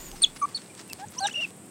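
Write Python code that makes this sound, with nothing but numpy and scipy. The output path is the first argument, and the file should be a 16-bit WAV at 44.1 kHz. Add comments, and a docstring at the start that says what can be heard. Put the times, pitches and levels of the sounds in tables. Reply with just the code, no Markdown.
"""Dry grassland: a troop of banded mongooses calls with sharp falling chirps, a round toot, low rising
grunts and overlapping squeals, each a few harmonics on an unsteady pitch. Feet snap stalks, brush the
grass and thud softly. Thin high warbles, insect hiss, a low rush of air and a fading rumble lie behind.
Near stems, a fallen log and bushes return a faint scatter."""
import sys
import numpy as np
from scipy import signal
from scipy.fft import rfft, irfft, next_fast_len
from scipy.io import wavfile
from scipy.ndimage import uniform_filter1d, map_coordinates

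SR = 44100
rng = np.random.default_rng(int(sys.argv[2]) if len(sys.argv) > 2 else 0)


def int16_out(signal):
    """Quantize to a 16-bit WAV file."""
    q = np.round(np.clip(np.atleast_2d(signal).T, -1, 1) * 32767)
    wavfile.write(sys.argv[1], SR, q.astype(np.int16))


N = 74970
T = np.arange(N) / SR
THIRD_DB, FOURTH_DB = -25.5, -35  # harmonics re the octave
JITTER_PER_S = 500
# Spectrum of rustling grass. Each row: frequency in Hz, gain in dB.
GRASS_SPECTRUM = [(50, -35), (300, 0.5), (1000, 2), (2500, 2.5), (5000, 1), (8000, 0), (11000, -31),
                  (16000, -10.5)]


def squeaks():
    """Whistled calls whose weight shifts between the fundamental and its octave."""
    # Two falling chirps, rising squeak, falling squeal, level squeal, toot, thin whistle over the toot.
    # One contour a call. Each row: time in seconds, pitch in Hz, fundamental in dB, octave in dB.
    calls = [
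        [(.2175, 4280, -46, -36), (.221, 4350, -30, -20.5), (.227, 4460, -32, -22), (.233, 4300, -27, -18.5),
         (.2362, 3900, -17, -33), (.238, 3520, -14.5, -42), (.2458, 3374, -13, -25), (.2482, 3250, -15.5, -27),
         (.2505, 3080, -32, -50), (.255, 2750, -29, -75)],
        [(.545, 4580, -40, -58), (.5495, 4425, -25.5, -53), (.556, 4270, -28.5, -45),
         (.564, 4560, -35.5, -34.5), (.570, 4380, -31, -47), (.576, 3830, -40, -45), (.583, 3250, -44, -80)],
        [(1.170, 2445, -83, -68), (1.181, 2640, -62, -40), (1.189, 2930, -43, -26.5), (1.194, 3180, -48, -33.5),
         (1.201, 3370, -46, -56)],
        [(1.198, 4150, -37, -42), (1.210, 4713, -44.5, -50), (1.218, 4580, -45, -51), (1.229, 4090, -33.5, -40),
         (1.238, 4256, -32, -44.5), (1.247, 3806, -31.5, -42), (1.254, 3671, -29, -45),
         (1.261, 3850, -27.5, -59), (1.265, 3210, -35, -47), (1.270, 2970, -33, -24.5),
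         (1.275, 2770, -36.5, -37.5), (1.281, 2165, -48.5, -57), (1.290, 1380, -31.5, -50)],
        [(1.309, 2800, -47, -66), (1.316, 2960, -38.5, -74), (1.323, 3040, -51, -65), (1.330, 3550, -50, -42),
         (1.338, 2807, -47, -55), (1.345, 2690, -32, -63), (1.352, 2938, -41, -49), (1.360, 2860, -26.5, -46.5),
         (1.369, 2738, -32, -53), (1.377, 2860, -30, -49), (1.400, 2708, -31, -61), (1.414, 2948, -33.5, -47.5),
         (1.427, 2792, -28, -54), (1.444, 2693, -29, -50), (1.4555, 2515, -30, -76)],
        [(.414, 1280, -45, -71), (.420, 1202, -29, -56), (.429, 1130, -25.5, -48), (.440, 1138, -24, -57),
         (.451, 1186, -27, -49), (.4545, 1137, -23.5, -55), (.4585, 1120, -57, -68)],
        [(.420, 5930, -55, -80), (.428, 6310, -34.5, -76), (.434, 6700, -57, -80), (.441, 6060, -47, -76),
         (.448, 5940, -56, -80)],
    ]
    # Harsh end of the falling squeal. Each row: time in seconds, pitch in Hz, third harmonic in dB.
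    squeal_end = [(1.265, 3165, -67), (1.271, 2906, -29.5), (1.277, 2500, -37.5), (1.281, 2110, -32.5),
                  (1.286, 1760, -56)]
    out = np.zeros(N)
    for rows in calls:
        gate, pitch_hz, first_db, octave_db = contour(rows)
        partials = [(1, first_db), (2, octave_db), (3, octave_db + THIRD_DB), (4, octave_db + FOURTH_DB)]
        out += gate * voice(pitch_hz, partials)
    gate, pitch_hz, third_db = contour(squeal_end)
    return out + gate * voice(pitch_hz, [(3, third_db), (4, third_db - 12)])


def grunts_and_peeps():
    """Short notes that glide, brighten as they swell, and break off."""
    # Each row: start in seconds, length in seconds, first and last pitch in Hz, crest level in dB,
    # swell in dB, octave in dB re the fundamental at the crest.
    notes = [(0.127, 0.025, 775, 845, -48, 4, -35), (0.697, 0.019, 2430, 2350, -53, 2, -23),
             (0.892, 0.03, 2747, 2577, -41.5, 8, -18), (0.992, 0.062, 743, 870, -37, 10, -12),
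             (1.165, 0.039, 978, 1056, -41.5, 8, -37), (1.204, 0.065, 763.6, 838, -24.5, 11.5, -8.5),
             (1.224, 0.053, 588, 680, -48, -0.5, -10), (1.235, 0.027, 2880, 2980, -41, 8, -3),
             (1.273, 0.03, 2860, 2550, -40, 11, -19), (1.373, 0.04, 575, 698, -45.5, 6.5, -36)]
    crest_fraction, fall_db, brightening = 0.87, 18, 0.42
    out = np.zeros(N)
    for start_s, length_s, first_hz, last_hz, crest_db, swell_db, octave_re_db in notes:
        gate, = contour([(start_s,), (start_s + length_s,)])
        progress = np.clip((T - start_s) / length_s, 0, 1)
        pitch_hz = first_hz + (last_hz - first_hz) * progress ** 1.48  # glides mostly late
        drop_db = np.interp(progress, [0, crest_fraction, 1], [swell_db, 0, fall_db])
        first_db = crest_db - drop_db
        octave_db = first_db + octave_re_db - brightening * drop_db
        out += gate * voice(pitch_hz, [(1, first_db), (2, octave_db), (3, octave_db + THIRD_DB)])
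    return out


def voice(pitch_hz, partials):
    """Harmonics (number, rms dB) with jitter and a faint rasp; ragged while the pitch dives."""
    jitter, shimmer_db, rasp_db = .003, .45, -27
    flutter_db, full_dive_hz_per_s = 2.5, 110000
    phase = 2 * np.pi * np.cumsum(pitch_hz * (1 + jitter * wobble(JITTER_PER_S))) / SR
    phase += amp(rasp_db) * wobble(2600) * pitch_hz / 4000  # noisy skirt, stronger on high notes
    tone = sum(amp(db) * np.sin(k * phase) * (k * pitch_hz < SR / 2) for k, db in partials)
    dive = np.clip(-np.gradient(pitch_hz) * SR / full_dive_hz_per_s, 0, 1)
    return np.sqrt(2) * tone * amp(shimmer_db * wobble(JITTER_PER_S) + dive * flutter_db * wobble(900))


def mongooses():
    """All calls, with their top rolled off by the throat."""
    # Each row: frequency in Hz, gain in dB.
    throat = [(500, 1.5), (8800, -0.5), (10500, -1.5), (12000, -17), (15000, -24)]
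    return filtered(squeaks() + grunts_and_peeps(), lambda hz: amp(along(throat, hz)))


def stalk_snaps():
    """Dry stalks snap in brief bursts of band-limited noise; the 13 kHz tick at 0.2357 s is instead a crack in
    the first chirp's voice as it breaks register."""
    # Each row: start in seconds, peak in dB, centre in Hz, Gaussian width in octaves.
    snaps = [(0.1158, -27.5, 3770, 0.88), (.2357, -30.5, 13000, 0.55), (0.661, -40.5, 3220, 0.5),
             (.7505, -32, 5280, 0.78), (0.8138, -34.5, 3200, 1.3), (0.8996, -32.5, 4000, 1.2),
             (0.9279, -28.5, 4500, 1.4), (0.9305, -36, 780, 0.66), (0.9324, -20, 6260, 1),
             (1.085, -32.5, 7000, 0.15), (1.208, -30.5, 5000, 0.66), (1.437, -38, 3910, 0.73),
             (0.492, -35, 6500, 1), (1.506, -36, 5000, 0.84)]
    t60_s = 0.0052
    out = np.zeros(N)
    for start_s, peak_db, centre_hz, width_oct in snaps:
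        burst = rng.standard_normal(N) * (T >= start_s) * amp(-60 * np.abs(T - start_s) / t60_s)
        tick = filtered(burst, lambda hz: np.exp(-.5 * (np.log2((hz + 1) / centre_hz) / width_oct) ** 2))
        out += amp(peak_db) * tick / np.abs(tick).max()
    return out


def rustles():
    """Feet brush the grass and dry blades crinkle: short swells of rough noise."""
    # Each row of both: centre in seconds, length in seconds, level in dB.
    brushes = [(0.023, 0.16, -51), (0.165, 0.0074, -45.5), (0.225, 0.014, -41.5), (0.368, 0.011, -42.5),
               (0.498, 0.013, -54), (0.797, 0.04, -47), (1.002, 0.023, -47.5), (1.147, 0.021, -49.5),
               (1.273, 0.045, -44), (1.423, 0.024, -46.5)]
    crinkles = [(0.232, .012, -50), (.882, .01, -56), (1.115, .018, -53), (1.208, .009, -54),
                (1.48, .015, -60), (1.571, .008, -57), (1.66, .009, -57)]
    # Each row: frequency in Hz, gain in dB.
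    blade_spectrum = [(6000, -24), (10500, 3), (13000, -2), (16000, -7.5)]

    def swells(rows, spectrum, rough_db, rough_per_s):
        envelope = sum(amp(db) * np.exp(-2 * ((T - s) / length_s) ** 2) for s, length_s, db in rows)
        noise = rng.standard_normal(N) * amp(rough_db * wobble(rough_per_s))
        return envelope * coloured(noise, spectrum)

    brushing = swells(brushes, GRASS_SPECTRUM, rough_db=3, rough_per_s=700)
    return brushing + swells(crinkles, blade_spectrum, rough_db=4, rough_per_s=990)


def litter():
    """Ground litter rustles faintly: hiss plus sparse crackling grains."""
    # Each row: time in seconds, level in dB.
    levels = [(0, -63), (.25, -57), (.33, -61), (.6, -54), (.7, -60.5), (.82, -60.5), (1.08, -60.5),
              (1.3, -55.5), (1.48, -56), (1.53, -74), (1.7, -68)]
    grains_per_s, crackle_db = 220, -1.5
    grains = (rng.random(N) < grains_per_s / SR) * rng.standard_normal(N)
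    hiss = coloured(rng.standard_normal(N), GRASS_SPECTRUM)
    crackle = amp(crackle_db) * coloured(grains, GRASS_SPECTRUM)
    return amp(np.interp(T, *np.transpose(levels))) * (hiss + crackle)


def footfalls():
    """Soft thuds: low damped sines that sink in pitch."""
    # Each row: start in seconds, initial pitch in Hz, level in dB from which the decay starts.
    thuds = [(0.928, 114, -39.5), (1.057, 131, -36.5), (1.206, 109, -42.5), (1.567, 115, -53)]
    t60_s, rise_s, sag_s = 0.12, 0.0072, 0.095
    out = np.zeros(N)
    for start_s, hz, db in thuds:
        age_s = np.maximum(T - start_s, 0)
        envelope = amp(db - 60 * age_s / t60_s) * (1 - np.exp(-age_s / rise_s))
        phase = 2 * np.pi * hz * sag_s * (1 - np.exp(-age_s / sag_s))
        out += envelope * np.sin(phase)
    return out


def scatter(x):
    """Near stems answer at once; the log and bushes add a short diffuse tail, mostly to high calls."""
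    # Decay of the tail. Each row: frequency in Hz, T60 in seconds.
    tail_t60 = [(1200, 0.16), (3000, 0.11), (5700, 0.18), (9000, 0.1)]
    # Colour of both echoes. Each row: frequency in Hz, gain in dB.
    echo_tone = [(1150, 4), (2500, 7.5), (5000, 8.5), (9000, -0.5)]
    far_db, near_db = -24, -23  # ahead of echo_tone
    near_t60_s, blur_db, blur_hz = 0.013, -7, 1800
    bins_hz, frames_s, spectra = signal.stft(rng.standard_normal(SR // 2), SR, nperseg=256)
    decay = amp(-60 * frames_s / along(tail_t60, bins_hz)[:, None])
    far_ir = signal.istft(spectra * decay, SR, nperseg=256)[1]
    near_ir = rng.standard_normal(len(far_ir)) * amp(-60 * T[:len(far_ir)] / near_t60_s)
    blur = amp(blur_db) * wobble(blur_hz) * high_pass(x, blur_hz)  # smears the treble in pitch
    far = amp(far_db) * signal.fftconvolve(x + blur, far_ir / np.linalg.norm(far_ir))
    near = amp(near_db) * signal.fftconvolve(x, near_ir / np.linalg.norm(near_ir))
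    return filtered((far + near)[:N], lambda hz: amp(along(echo_tone, hz)))


def warbles():
    """Distant high falling whistles, perhaps birds, with flicker and a dying vibrato."""
    # One contour a whistle. Each row: time in seconds, pitch in Hz, level in dB.
    whistles = [
        [(0, 7000, -48.5), (.065, 7000, -51.5), (.105, 6570, -53), (.155, 5940, -63), (.185, 5320, -58.5),
         (.205, 4700, -62)],
        [(.349, 10050, -53), (.385, 10740, -57), (.405, 9550, -51), (.44, 9240, -56), (.465, 8750, -61)],
    ]
    # One vibrato rate a whistle.
    vibrato_hz = [37.4, 49]
    depth, vibrato_decay_s, jitter, flicker_db, octave_db = 0.049, 0.2, .012, 3, -5
    out = np.zeros(N)
    for rows, rate_hz in zip(whistles, vibrato_hz):
        gate, pitch_hz, level_db = contour(rows)
        age_s = np.maximum(T - rows[0][0], 0)
        vibrato = depth * np.exp(-age_s / vibrato_decay_s) * np.sin(2 * np.pi * rate_hz * age_s)
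        level_db += flicker_db * wobble(160)
        pitch_hz *= 1 + vibrato + jitter * wobble(JITTER_PER_S)
        out += gate * voice(pitch_hz, [(1, level_db), (2, level_db + octave_db)])
    return out


def air():
    """A low, nearly steady rush of air."""
    # Each row: frequency in Hz, gain in dB.
    spectrum = [(35, -53), (60, -10), (196, -2), (231, -3.5), (253, -4), (359, -6), (385, -7), (521, -11.5),
                (849, -15.5), (1380, -21.5), (2010, -24), (2360, -23), (6260, -50), (8280, -22.5),
                (15500, -38)]
    rush = amp(-49 + .3 * wobble(7.44)) * coloured(rng.standard_normal(N), spectrum)
    return high_pass(rush, corner_hz=80.4)


def insects():
    """A band of insect hiss near 8 kHz."""
    # Each row: frequency in Hz, gain in dB.
    spectrum = [(6500, -15.5), (7600, -4), (8300, 1), (9000, -3.5), (10200, -19), (12000, -42)]
    return amp(-54 + .4 * wobble(19)) * coloured(rng.standard_normal(N), spectrum)


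def rumble():
    """Deep noise that fades out early."""
    # Each row: frequency in Hz, gain in dB.
    spectrum = [(10, -28), (25, 2.5), (48, -7.5), (65, -14), (120, -35)]
    # Each row: time in seconds, level in dB.
    levels = [(0, -47.5), (.25, -53), (.42, -61), (.6, -95)]
    return amp(np.interp(T, *np.transpose(levels))) * coloured(rng.standard_normal(N), spectrum)


def amp(db):
    """Decibels to gain."""
    return 10 ** (np.asarray(db) / 20)


def along(points, hz):
    """Interpolate (Hz, value) points on a log frequency axis."""
    knots_hz, values = np.transpose(points)
    return np.interp(np.log(hz + 1), np.log(knots_hz + 1), values)


def contour(rows, edge_s=.003):
    """An on-off gate, then one smoothed curve for each column after the time."""
    times_s, *columns = np.transpose(rows)
    times_s = np.sort(times_s)
    ramp = np.clip(np.minimum(T - times_s[0], times_s[-1] - T) / edge_s, 0, 1)
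    curves = [uniform_filter1d(np.interp(T, times_s, column), size=90) for column in columns]
    return [np.sin(ramp * np.pi / 2)] + curves


def wobble(knots_per_s):
    """A smooth random curve."""
    return map_coordinates(rng.standard_normal(4000), [T * knots_per_s], mode="wrap")


def filtered(x, response):
    """Apply a gain given as a function of Hz."""
    size = next_fast_len(N + SR // 2)
    return irfft(rfft(x, size) * response(np.fft.rfftfreq(size, 1 / SR)), size)[:N]


def high_pass(x, corner_hz):
    """Steep low cut."""
    return filtered(x, lambda hz: 1 - 1 / (1 + (hz / corner_hz) ** 10))


def coloured(x, spectrum):
    """x shaped by (Hz, dB) points, at rms 1."""
    shaped = filtered(x, lambda hz: amp(along(spectrum, hz)))
    return shaped / np.sqrt(np.mean(shaped ** 2) + 1e-20)


def scene():
    """Calls and footsteps with their scatter, over the background."""
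    troop = mongooses() + stalk_snaps() + rustles() + litter() + footfalls()
    return (troop + scatter(troop) + warbles() + air() + insects() + rumble())[None]


def record(dry):
    """Brick-wall band limit."""
    return filtered(dry[0], lambda hz: hz < 15850)[None]


dry = scene()
out = record(dry)
int16_out(out)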